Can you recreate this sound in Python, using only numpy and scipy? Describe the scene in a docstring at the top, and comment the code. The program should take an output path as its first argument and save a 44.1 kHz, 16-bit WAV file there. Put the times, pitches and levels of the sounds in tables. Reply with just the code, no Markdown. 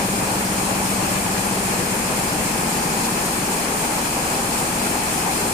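"""In a factory hall, weaving looms run while two microphones are carried along the nearest one.
Its frame hums on multiples of the pick rate, lined up by a few knocks so that the hum throbs.
The other looms make a roar of shaped noise, and a few narrow bands of noise ring over it.
Heddles and drop wires are a bright hiss of noise that swells several times in each shed cycle."""
import sys
import numpy as np
from scipy import signal
from scipy.fft import rfft, irfft, next_fast_len
from scipy.io import wavfile
from scipy.ndimage import uniform_filter1d

SR = 44100
rng = np.random.default_rng(int(sys.argv[2]) if len(sys.argv) > 2 else 0)


def inscribe(sig):
    """Save sig as 16-bit PCM at rate SR to the path in sys.argv[1].

    A 1-D sig is mono; a 2-D sig holds one channel per row.
    Samples are clipped to [-1, 1] before scaling.
    """
    pcm = np.round(np.clip(np.atleast_2d(sig).T, -1, 1) * 32767)
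    wavfile.write(sys.argv[1], SR, pcm.astype(np.int16))


N = 243873  # length in samples

PICKS_PER_S = 7.5
SHED_CYCLE_S = 2 / PICKS_PER_S  # one shed cycle is two picks
LOWEST_MULTIPLE, HIGHEST_MULTIPLE = 3, 42  # of the pick rate
MIC_SPACING_M, SOUND_M_PER_S = .17, 343
TOP_EDGE_HZ = 15200

# Ringing knocks within one pick, used only to line up the hum. Each row: seconds after the start of the
# pick, ring in Hz, width in Hz, then relative weight in dB at the drive end, big gear and warp.
FRAME_KNOCKS = [(0.0081, 77, 59, -10, -7, -9), (0.0237, 240, 27, -16, -15, -3), (0.0459, 115, 20, 0, 0, 0),
                (0.0517, 182, 16, -9, -2, -10), (0.0558, 270, 38, -21, -7, -4),
                (0.089, 63, 72, -12, -10, -14), (0.0929, 281, 55, -11, -9, -3),
                (0.0975, 125, 48, -6, -12, -8)]
# The walk along the loom. Each row: time in seconds, place (0 drive end, 1 big gear, 2 warp; held at 2 above).
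WALK_ALONG_LOOM = [(0, 0.02), (.9, 0.043), (2.6, 0.93), (4.7, 2.45), (5.6, 2.4)]
# Multiples of the pick rate whose level stands above or below the slope. Each row: multiple, then
# rms level in dB before the microphone colour at the drive end, big gear and warp.
HUM_OFF_SLOPE = [(3, -52, -52, -52), (4, -63, -65, -61), (8, -43, -44, -44), (10, -54, -55, -65),
                 (11, -50, -57, -68), (14, -42, -45, -51), (16, -41, -47, -46), (17, -43, -46, -57),
                 (19, -47, -48, -44), (20, -53, -43, -43), (22, -50, -42, -48), (23, -42, -42, -47),
                 (24, -37, -41, -45), (26, -30, -39, -43), (28, -47, -40, -43), (30, -48, -42, -52),
                 (31, -46, -38, -42), (32, -44, -43, -39), (40, -43, -54, -44)]
# Slope for every other multiple. Each row: pitch in Hz, rms level in dB before the microphone colour.
HUM_SLOPE = [(30, -55), (70, -55.5), (300, -52)]
# Narrow ringing bands. 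Each row: centre in Hz, width in Hz, relative strength in dB.
RINGING_BANDS = [(771, 89, -1.5), (853, 51, 0.5), (974, 78, -7)]
# Loudness of the ringing. Each row: time in seconds, level in dB.
RINGING_LEVEL = [(0, -37), (.7, -34), (2.1, -40), (3, -31.5), (3.5, -38.5), (4.2, -33.5), (4.8, -36.5),
                 (5.53, -33.5)]
# Colour of the hall roar. Each row: pitch in Hz, relative strength per Hz in dB.
ROAR_COLOUR = [(18, -30), (40, -14), (86, -8.5), (110, -8), (200, -1), (300, -1), (400, -1.5), (600, -5),
               (850, -4), (1200, -8), (2000, -13.5), (2500, -9), (3500, -24), (4500, -69)]
# Loudness of the roar. Each row: time in seconds, level in dB.
ROAR_LOUDNESS = [(0, -26.5), (1, -26), (5, -26), (5.53, -26)]
# How much noise power repeats with the shed cycle. Each row: pitch in Hz, share from 0 to 1.
REPEATING_SHARE = [(60, .1), (200, .35), (300, .4), (400, .5), (800, .35), (1300, .1), (2000, .01)]
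# Colour of the heddle and wire rattle. Each row: pitch in Hz, relative strength per Hz in dB.
RATTLE_COLOUR = [(1760, -44), (3000, -5.5), (3680, -7), (4220, -3), (5930, -5), (6840, -1), (8630, -0.5),
                 (9890, -1.5), (10900, -6), (14600, -11), (15300, -9)]
# Loudness of the rattle. Each row: time in seconds, level in dB.
RATTLE_LOUDNESS = [(0, -29.5), (1.1, -28.5), (1.37, -29.5), (1.6, -29), (4.9, -28.5), (5.53, -28.5)]
# Rattle swells in a shed cycle. Each row: centre in seconds, relative rise in dB, spread in seconds.
SHED_SWELLS = [(.0, .6, .012), (.062, 1.5, .018), (.125, .9, .02), (.185, .4, .012)]
# Balance of the microphones. Each row: pitch in Hz, left over right in dB.
LEFT_OVER_RIGHT_DB = [(60, 3.5), (92, 1.5), (140, 2.5), (210, 2), (330, 2.5), (500, 3.5), (770, 2.5),
                      (1170, 3), (1790, 5), (2740, 2), (4190, -1.5), (6410, 0), (9810, 2), (15000, 1)]
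# Ripples of the case around each microphone, left list then right list.
# Each row: centre in Hz, width in Hz, height in dB.
CASE_RIPPLES = [
    [(1410, 270, -3.5), (5220, 350, 3.5), (5800, 400, 0), (7050, 400, 3), (7600, 430, -4), (8530, 520, 4),
     (9400, 300, 1.7), (10800, 500, -3), (11400, 300, 3.5)],
    [(1690, 210, 3), (2870, 320, -3.8), (3700, 150, -9), (4650, 400, -0.5), (5200, 300, 0.1),
     (6000, 600, 0), (7000, 400, -1.5), (7600, 300, 2), (9250, 400, -5), (9800, 400, 2.5),
     (10800, 500, -0.5)],
]


def gain_of(db):
    """Turns decibels into a gain."""
    return 10 ** (np.asarray(db) / 20)


def evened(x):
    """Scales the sound so that the mean of its channels has rms 1."""
    middle = np.atleast_2d(x).mean(0)
    return x / np.sqrt(np.mean(middle ** 2) + 1e-20)


def read(points, hz):
    """Reads a table by pitch, with straight lines between points on a log-pitch axis."""
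    f, value = np.transpose(points)
    return np.interp(np.log(hz + 1), np.log(f + 1), value)


def follow(rows):
    """Reads a table by time, once for every sample."""
    return np.interp(np.arange(N) / SR, *np.transpose(rows))


def resonances(rows, hz, height_of):
    """Adds up rounded peaks over pitch, with each dB value turned into a height by height_of."""
    return sum(height_of(db) / (1 + (2 * (hz - f) / width) ** 2) for f, width, db in rows)


def diffuse(colour, shape=lambda hz: 1):
    """Noise from all sides: the microphones agree only on waves longer than their spacing."""
    size = next_fast_len(N)
    hz = np.fft.rfftfreq(size, 1 / SR)
    a, b, c, d = rng.standard_normal((len(hz), 4)).T
    likeness = np.sinc(2 * hz * MIC_SPACING_M / SOUND_M_PER_S)
    shared = a + 1j * b
    opposite = np.sqrt(1 - likeness) * (c + 1j * d) / np.sqrt(1 + likeness)
    strength = gain_of(read(colour, hz)) * shape(hz)
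    left = (shared + opposite) * strength
    right = (shared - opposite) * strength
    return evened(irfft(np.array([left, right]), size)[:, :N])


def unsteady(x, patchy_db, flicker_db):
    """Level drifts in patches of time and pitch, and flickers across wide bands."""
    z = signal.stft(x, nperseg=256, noverlap=192)[2]
    patches, flicker = rng.standard_normal((z.shape[2], 129, 2)).T
    # smooth over pitch bins first, then over time frames
    patches = uniform_filter1d(uniform_filter1d(patches, size=5, axis=0), size=30, axis=1)
    flicker = uniform_filter1d(uniform_filter1d(flicker, size=70, axis=0), size=14, axis=1)
    change_db = patchy_db * patches / patches.std() + flicker_db * flicker / flicker.std()
    changed = signal.istft(z * gain_of(change_db), nperseg=256, noverlap=192)[1]
    return evened(changed[:, :N])


def repeating(hz):
    """Gathers a share of the power on multiples of the shed rate; moving along blurs the higher ones."""
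    shed_hz = 1 / SHED_CYCLE_S
    blur_hz = 0.22 + 0.00016 * hz
    count = np.round(hz / shed_hz)
    lines = np.exp(-.5 * ((hz - count * shed_hz) / blur_hz) ** 2)
    lines *= shed_hz / (blur_hz * np.sqrt(2 * np.pi))
    lines *= 1 + 0.3 * (-1) ** count  # multiples of the pick rate are stronger than those between
    share = np.clip(read(REPEATING_SHARE, hz), 0, 1)
    return np.sqrt(1 - share + share * lines)


def knock_starts(hz):
    """Adds the response of all ringing knocks at one pitch, for each of the three places."""
    total = 0
    for s, ring_hz, width_hz, *levels_db in FRAME_KNOCKS:
        delay = np.exp(-2j * np.pi * hz * s)
        resonance = 1 + 2j * (hz - ring_hz) / width_hz
        total = total + gain_of(levels_db) * delay / resonance
    return total / abs(total)  # keep the phase only


def frame():
    """Multiples of the pick rate take their phases from the same few knocks, so the hum throbs."""
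    t = np.arange(N) / SR
    place, places = np.clip(follow(WALK_ALONG_LOOM), 0, 2), (0, 1, 2)
    off_slope = {multiple: levels_db for multiple, *levels_db in HUM_OFF_SLOPE}
    out = np.zeros((2, N))
    for multiple in range(LOWEST_MULTIPLE, HIGHEST_MULTIPLE + 1):
        hz = multiple * PICKS_PER_S
        start = np.interp(place, places, knock_starts(hz))
        levels_db = off_slope.get(multiple, read(HUM_SLOPE, hz)) + np.zeros(3)
        rms = np.interp(place, places, gain_of(levels_db))
        # each multiple comes from another part of the frame, nearer to one microphone or the other
        nearness = .7 * rng.standard_normal()
        lead = np.pi * hz * MIC_SPACING_M / SOUND_M_PER_S * nearness * np.array([[1], [-1]])
        out += np.sqrt(2) * rms * np.cos(2 * np.pi * hz * t + np.angle(start) + lead)
    return out


def ring():
    """Noise through narrow resonances, partly repeating with the shed, with a flickering level."""
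    def shape(hz):
        return resonances(RINGING_BANDS, hz, gain_of) * repeating(hz)

    flat = [(20, 0), (20000, 0)]
    shaken = diffuse(flat, shape)
    return gain_of(follow(RINGING_LEVEL)) * unsteady(shaken, patchy_db=1.1, flicker_db=1.5)


def roar():
    """All the looms of the hall, mixed by its walls: noise from all sides that partly repeats."""
    mixed = diffuse(ROAR_COLOUR, repeating)
    return gain_of(follow(ROAR_LOUDNESS)) * unsteady(mixed, patchy_db=0.6, flicker_db=0.48)


def rattle():
    """Small metal parts blend into bright noise, louder around set moments of each shed cycle."""
    t = np.arange(N) / SR
    swells_db = np.zeros(N)
    for centre_s, db, spread_s in SHED_SWELLS:
        # time to the nearest repeat of this swell
        away = (t - centre_s + SHED_CYCLE_S / 2) % SHED_CYCLE_S - SHED_CYCLE_S / 2
        swells_db += db * np.exp(-.5 * (away / spread_s) ** 2)
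    hiss = unsteady(diffuse(RATTLE_COLOUR), patchy_db=0.64, flicker_db=0.45)
    return gain_of(follow(RATTLE_LOUDNESS)) * evened(hiss * gain_of(swells_db))


def scene():
    """Adds the near loom's frame, the ringing, the hall roar and the rattle."""
    return frame() + ring() + roar() + rattle()


def record(dry):
    """Gives each microphone its own balance and case colour, then cuts off the top of the treble."""
    size = next_fast_len(N)
    hz = np.fft.rfftfreq(size, 1 / SR)
    # half the difference goes up on the left and half goes down on the right
    balance_db = read(LEFT_OVER_RIGHT_DB, hz) / 2 * np.array([[1], [-1]])
    case_db = [resonances(side, hz, lambda db: db) for side in CASE_RIPPLES]
    wet = irfft(rfft(dry, size) * gain_of(balance_db + case_db), size)[:, :N]
    low_pass = signal.firwin(511, TOP_EDGE_HZ, window=("kaiser", 9), fs=SR)
    return signal.oaconvolve(wet, low_pass[None], "same")


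dry = scene()
out = record(dry)
inscribe(out)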